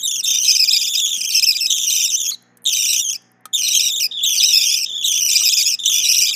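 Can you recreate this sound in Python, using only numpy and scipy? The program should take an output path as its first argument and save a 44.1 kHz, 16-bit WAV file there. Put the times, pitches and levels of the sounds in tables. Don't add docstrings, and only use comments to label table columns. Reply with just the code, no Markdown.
import sys
import numpy as np
from scipy import signal
from scipy.fft import rfft, irfft
from scipy.io import wavfile
from scipy.ndimage import uniform_filter1d, minimum_filter1d

SR = 44100
rng = np.random.default_rng(int(sys.argv[2]) if len(sys.argv) > 2 else 0)


def volts_from_db(level):
    exponent = np.asarray(level, float) / 20
    return 10 ** exponent


def store_pcm(level_fs):
    pcm = np.round(np.clip(level_fs, -1, 1) * 32767).astype(np.int16)
    wavfile.write(sys.argv[1], SR, np.atleast_2d(pcm).T)


N = 280035


def colour(points, hz):
    p = np.array(points, float)
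    return np.interp(np.log(np.maximum(hz, 1)), np.log(p[:, 0]), p[:, 1])


def walk(rate_hz):
    hold = int(SR / rate_hz)
    w = rng.standard_normal(N // 8)[np.arange(N) // hold]
    w = uniform_filter1d(uniform_filter1d(w, hold), hold)
    return w / w.std()


def filtered(x, order, hz, kind):
    return signal.sosfilt(signal.butter(order, hz, kind, fs=SR, output="sos"), x)


def phrase(calls, breaks, open_hz, sag_s, sag_power, tire_oct_per_s, accent_db, accent_s,
           attack_s, drop_oct, drop_s, waver_semitones, warble):
    edge_s, scallop_s = .003, .023
    t = np.arange(N) / SR
    octave = np.full(N, np.log2(open_hz))
    db, bright, on, fresh, held = np.zeros((5, N))
    for start, length, rest_hz, call_db, bright_db in calls:
        now = slice(max(int(start * SR), 0), int((start + length) * SR))
        age = t[now] - start
        ending = np.clip(1 - (length - age) / drop_s, 0, 1)
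        sag = np.exp(-(np.abs(age) / sag_s) ** sag_power)
        tiring = tire_oct_per_s * (age - length / 2)
        octave[now] = np.log2(rest_hz + (open_hz - rest_hz) * sag) - tiring - drop_oct * ending
        accent = accent_db * age / accent_s * np.exp(1 - age / accent_s)
        db[now] = call_db + accent - 7 * ending
        fresh[now] = np.exp(-age / .06)
        bright[now] = bright_db
        on[now] = np.minimum(age / attack_s, 1) ** 2
    octave = octave + waver_semitones * walk(45) / 12
    for start, length, break_hz, change_db in breaks:
        now = slice(max(int((start - edge_s) * SR), 0), int((start + length + edge_s) * SR))
        age = t[now] - start
        share = np.clip(.5 + np.minimum(age, length - age) / (2 * edge_s), 0, 1)
        arches = max(round(length / scallop_s), 1)
        scallop_oct = .13 * (.5 - np.abs(np.sin(np.pi * age / length * arches)))
        target = np.log2(break_hz) - 1.8 * (age - length / 2) + scallop_oct
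        octave[now] += share * (target - octave[now])
        db[now] += share * (change_db - 24 * (1 - share))
        held[now] = np.maximum(held[now], share)
    above_oct = octave - np.log2(3000)
    level = on * volts_from_db(db + 4 * above_oct)
    unsteady = warble * (1 - .6 * held) * (1 + .6 * fresh)
    return 2 ** octave, level, bright - 30.5 * above_oct, unsteady


# f/Hz, level/dB
THROAT_RESPONSE = [(2000, -9.5), (2600, -0.5), (3700, 0.5), (4400, -17), (5100, 3.5), (6200, 5),
                   (7500, -8.5), (9500, -15), (12000, -12), (15000, -9.5)]


def chick(voice, trill_hz, flutter_db, hoarse):
    line, level, bright, warble = voice
    line = uniform_filter1d(line, size=70)
    level, bright, warble = (uniform_filter1d(c, size=300, origin=100) for c in (level, bright, warble))
    beat_hz = trill_hz * (line / 3000) ** 1.4 * np.exp(.3 * walk(40))
    beat = 2 * np.pi * np.cumsum(beat_hz) / SR
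    urge = np.sin(beat) + .45 * walk(120) + np.minimum(warble, 1) - line / 2150
    plunge = .5 + .5 * np.tanh(2.7 * urge)
    bottom = np.clip(2380, .8 * line, .93 * line)
    top = line * 2 ** (warble * (.5 + .8 * walk(200)) / 12)
    hz = (top + (bottom - top) * plunge) * (1 + .00642 * walk(900))
    phase = 2 * np.pi * np.cumsum(hz) / SR
    slope = np.gradient(np.log2(uniform_filter1d(hz, size=40)))
    jump_oct_per_s = SR * uniform_filter1d(np.abs(slope), size=40)
    choke = volts_from_db(-.0136 * jump_oct_per_s)
    pulse = volts_from_db(flutter_db * (np.minimum(walk(500), 1.2) + .34 * np.cos(2 * beat)))
    steady = uniform_filter1d((choke * pulse) ** 2, size=2500) ** .5
    effort = level * choke * pulse / steady
    out, gust, slip = 0, walk(3000), walk(1800)
    for k in range(1, 8):
        db = .93 * colour(THROAT_RESPONSE, k * hz)
        if k < 3:
            db = db - .63 * colour(THROAT_RESPONSE, k * line) + (k - 1) * bright
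        else:
            db = db + .87 * np.minimum(bright, 4.0) - .66 * k
            db = db + 7.8 * .36 * (k - 2) * np.log(choke)
            db = db + 1.6 * walk(130) + 2.76 * walk(25)
        smear, lag = hoarse * k ** 2.56, N // (k + 1)
        tone = np.sin(k * phase + smear * np.roll(slip, lag))
        out = out + volts_from_db(db) * (1 + smear * np.roll(gust, lag)) * tone * (k * hz < .36 * SR)
    half_cycle = np.sin(phase / 2) + 4 * np.sin(3 * phase / 2)
    out = out + volts_from_db(-32) * np.maximum(walk(30) - 1.2, 0) * half_cycle
    return filtered(1.523 * effort * out, 5, 2000, "high")


# t/s, length/s, resting f/Hz, level/dB, second overtone re first/dB
WARBLER_CALLS = [
    (-.08, .292, 3360, -27, 8),
    (.418, 0.58, 3600, -29, 7.3),
    (1.295, 0.5, 3771, -27, 4.1),
    (1.88, 0.47, 3208, -28, 10.4),
    (2.714, .45, 3380, -28.5, 9),
    (3.615, 0.45, 3600, -24, 4.5),
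    (4.36, 0.43, 3461, -23.5, 3),
    (5.28, 0.46, 3450, -27.5, 11.7),
    (6.025, .34, 3698, -23, 1.58),
]
# t/s, length/s, f/Hz, level change/dB
WARBLER_BREAKS = [(0, 0.027, 3315, -8), (.021, .045, 3823, 5), (0.07, 0.019, 3086, 3),
                  (.475, 0.043, 2630, 7), (.547, 0.026, 2568, 3.5), (0.588, .06, 2573, 5),
                  (0.672, 0.026, 2543, 4.5), (.72, 0.061, 2527, 3), (.807, 0.03, 2550, 0),
                  (.855, 0.031, 2605, -2.5), (0.947, 0.019, 2527, 1), (1.339, 0.06, 2707, 4),
                  (1.418, 0.027, 2635, 7), (1.459, 0.063, 2624, 5.5), (1.544, 0.028, 2503, 0.5),
                  (1.6, 0.069, 2676, 1), (2.135, 0.027, 3062, 2), (2.165, 0.085, 3512, -0.5),
                  (2.308, .055, 2161, -13.5), (2.741, 0.12, 3760, -1), (2.88, 0.061, 3920, 4.5),
                  (3.7, .04, 3910, 0.5), (3.817, 0.059, 3890, 0.5), (3.142, .04, 2536, -5),
                  (3.995, .045, 2919, 0), (4.025, .05, 2553, 3.5), (4.451, .05, 3943, 3),
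                  (6.085, 0.043, 2611, 0.5), (6.16, .025, 2658, 0), (6.205, .05, 2532, -0.5)]


def warbler_phrase():
    return phrase(WARBLER_CALLS, WARBLER_BREAKS, open_hz=4496, sag_s=.06, sag_power=.74,
                  tire_oct_per_s=.15, accent_db=4.5, accent_s=.016, attack_s=.019,
                  drop_oct=.3, drop_s=.047, waver_semitones=.96, warble=.52)


# t/s, length/s, resting f/Hz, level/dB, second overtone re first/dB
TRILLER_CALLS = [
    (.226, 0.36, 3015, -27.5, 9),
    (.698, 0.7, 3250, -26.5, 4),
    (1.692, 0.39, 2950, -25, 5.5),
    (2.645, 0.37, 2950, -24.5, 4),
    (3.523, 0.38, 2862, -26, 4.5),
    (4.221, .627, 2900, -25, 5.5),
    (5.03, .722, 2850, -25, 5),
    (5.843, 0.47, 2900, -24, 5),
]
# t/s, length/s, f/Hz, level change/dB
TRILLER_BREAKS = [(0.258, .012, 2701, -12), (.889, .04, 3600, -3), (0.967, .108, 3514, 6.5),
                  (1.109, .046, 3362, -1.5), (1.155, 0.046, 3044, -5), (1.209, .012, 2600, 0),
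                  (1.239, .012, 2600, 0.5), (1.294, .03, 2793, -2), (1.733, 0.04, 3306, -3),
                  (1.788, 0.074, 3365, -4.5), (3.74, .04, 3294, 8.5), (3.79, .022, 2600, 2.5),
                  (4.258, 0.089, 3080, -1.5), (4.424, .025, 2616, 6), (4.527, .054, 2637, 4.5),
                  (4.597, .035, 2630, 0.5), (4.684, .035, 2596, -2), (4.736, .016, 2609, -0.5),
                  (4.758, 0.067, 2925, -3.5), (5.349, .022, 2530, 10), (5.451, .05, 2565, 4.5),
                  (5.492, 0.036, 3465, 1.5), (5.522, .021, 2600, 4), (5.542, 0.021, 3213, -8),
                  (5.564, .058, 2510, 0), (5.631, 0.03, 3445, -11), (5.646, 0.028, 2605, 4),
                  (5.693, .04, 3109, -5.5), (6.239, .07, 2550, -5.5), (6.331, 0.015, 2600, 5)]


def triller_phrase():
    return phrase(TRILLER_CALLS, TRILLER_BREAKS, open_hz=3645, sag_s=.062, sag_power=3.0,
                  tire_oct_per_s=.25, accent_db=8.5, accent_s=.016, attack_s=.014,
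                  drop_oct=.12, drop_s=.025, waver_semitones=.32, warble=.6)


# t/s, length/s, resting f/Hz, level/dB, second overtone re first/dB
BACK_CHICK_CALLS = [
    (.226, .16, 3608, -21.5, 1.5),
    (1.07, 0.099, 3367, -18.5, 5),
    (1.735, 0.13, 3593, -24, 10.5),
    (4.109, 0.25, 3400, -21, -14.5),
    (4.855, .345, 3403, -23, -2),
    (5.786, 0.23, 3425, -21, 1.5),
]


def back_phrase():
    return phrase(BACK_CHICK_CALLS, [], open_hz=3600, sag_s=.058, sag_power=3.0,
                  tire_oct_per_s=.14, accent_db=-7, accent_s=.022, attack_s=.0033,
                  drop_oct=.013, drop_s=.0254, waver_semitones=.11, warble=.3)


# f/Hz, level/dB
MAINS_LINES = [(120, -67), (180, -66.5), (240, -65), (300, -86), (420, -76)]
# f/Hz, level/dB per Hz
ROOM_AIR = [(60, -29.5), (110, -10), (200, -0.5), (300, 2.5), (480, -6), (760, -2.5), (900, -6), (1260, -6),
            (1900, -2.5), (2600, -16), (6000, -45.5), (12000, -62.5)]


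def room_tone():
    hz = np.arange(N // 2 + 1) * SR / N
    air = irfft(rfft(rng.standard_normal(N)) * volts_from_db(colour(ROOM_AIR, hz)), N)
    air = air / air.std() * volts_from_db(-60 + .67 * walk(25))
    t = np.arange(N) / SR
    return air + sum(np.sqrt(2) * volts_from_db(db) * np.sin(2 * np.pi * f * t + f) for f, db in MAINS_LINES)


# f/Hz, level/dB
MOTOR_TONES = [(483, -71.5), (760, -71), (1265, -76.5), (1780, -72)]


def motor_whine():
    t = np.arange(N) / SR
    return sum(volts_from_db(db + 4 * walk(4)) * np.sin(2 * np.pi * hz * t + 1.4 * walk(28))
               for hz, db in MOTOR_TONES)


def echoes(x, db, t60_s):
    t = np.arange(SR // 2) / SR
    tail = uniform_filter1d(rng.standard_normal(len(t)), size=3) * np.exp(-np.log(1000) * t / t60_s)
    return volts_from_db(db) * signal.fftconvolve(x, tail / np.sqrt(np.sum(tail ** 2)))[:N]


# f/Hz, level/dB
BOX_RESPONSE = [(3900, -1), (4450, -0.5), (4900, -3.5), (8000, 0.5), (8700, 3.5), (9500, -0.5)]


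def nest_box(near):
    hz = np.arange(N // 2 + 1) * SR / N
    return irfft(rfft(near + echoes(near, -12.5, t60_s=.055)) * volts_from_db(colour(BOX_RESPONSE, hz)), N)


# t/s, level/dB
WALL_TAPS = [
    (1.076, -44.5),
    (2.315, -35),
    (3.455, -24),
    (5.4154, -32),
    (5.8964, -38),
    (6.121, -42),
    (6.3105, -42),
]


def wall_taps():
    t, out = np.arange(6000) / SR, np.zeros(N + 6000)
    for s, db in WALL_TAPS:
        ring = np.sin(2 * np.pi * 1250 * t) * np.exp(-t / .0063)
        thud = .88 * rng.standard_normal(len(t)) * np.exp(-t / .0035)
        out[int(s * SR):int(s * SR) + len(t)] += volts_from_db(db) * (ring + thud)
    return out[:N]


# t/s, length/s, centre f/Hz, level/dB
FEATHER_BRUSHES = [
    (1.171, 0.023, 250, -51),
    (2.18, 0.091, 436.4, -61),
    (2.756, 0.076, 456, -58),
    (3.779, 0.067, 440, -53),
    (3.9, 0.26, 434, -58.5),
    (4.848, 0.16, 508, -60.5),
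    (5.2, .33, 500, -59),
    (5.903, 0.26, 454.5, -58.5),
]


def feather_rustles():
    out = np.zeros(N + SR)
    for s, length, hz, db in FEATHER_BRUSHES:
        n = int(length * SR)
        grains = rng.standard_normal(SR // 2) ** 3
        band = filtered(grains, 2, [hz / 1.25, hz * 1.25], "band")[:n]
        out[int(s * SR):int(s * SR) + n] += volts_from_db(db) * np.hanning(n) ** .5 * band / band.std()
    return out[:N]


# t/s, level/dB
HUSK_CRACKS = [
    (2.424, -39.5),
    (2.621, -37),
    (2.632, -40),
    (2.642, -18),
    (3.221, -45),
    (3.317, -41),
    (3.408, -51),
]


def husk_cracks():
    out = np.zeros(N + SR)
    for s, db in HUSK_CRACKS:
        crack = rng.standard_normal(600) * np.exp(-np.arange(600) / SR / .002)
        out[int(s * SR):int(s * SR) + 600] += volts_from_db(db) * filtered(crack, 3, [9500, 13000], "band")
    return out[:N]


# t/s, level/dB
CLAW_TICKS = [
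    (2.5715, -36.5),
    (3.4548, -34),
]


def claw_ticks():
    t, out = np.arange(6000) / SR, np.zeros(N + 6000)
    for s, db in CLAW_TICKS:
        tick = np.diff(rng.standard_normal(len(t) + 1)) * np.exp(-t / .0031)
        out[int(s * SR):int(s * SR) + len(t)] += volts_from_db(db - 3.5) * tick
    return out[:N]


def scene():
    trill, warble, back = triller_phrase(), warbler_phrase(), back_phrase()
    near = chick(trill, trill_hz=100, flutter_db=3.7, hoarse=.014)
    near = near + chick(warble, trill_hz=60, flutter_db=2.9, hoarse=.012)
    near = near + filtered(chick(back, trill_hz=70, flutter_db=3.5, hoarse=.012), 1, 5500, "low")
    near = near + filtered(wall_taps() + claw_ticks(), 2, 800, "high")
    room = nest_box(near) + echoes(near, -30, t60_s=.45) + room_tone()
    return (room + feather_rustles() + husk_cracks() + motor_whine())[None]


def roll_off(x):
    return signal.sosfilt(signal.butter(12, 16480, fs=SR, output="sos"), x)


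def record(dry):
    gain = minimum_filter1d(np.minimum(.86 / (np.abs(dry) + 1e-9), 1), size=161)
    cut = filtered(dry * uniform_filter1d(gain, size=81), 5, 88, "high")
    cut = signal.sosfilt(signal.cheby2(10, 60, 16300, fs=SR, output="sos"), cut)
    return roll_off(cut)


dry = scene()
out = record(dry)
store_pcm(out)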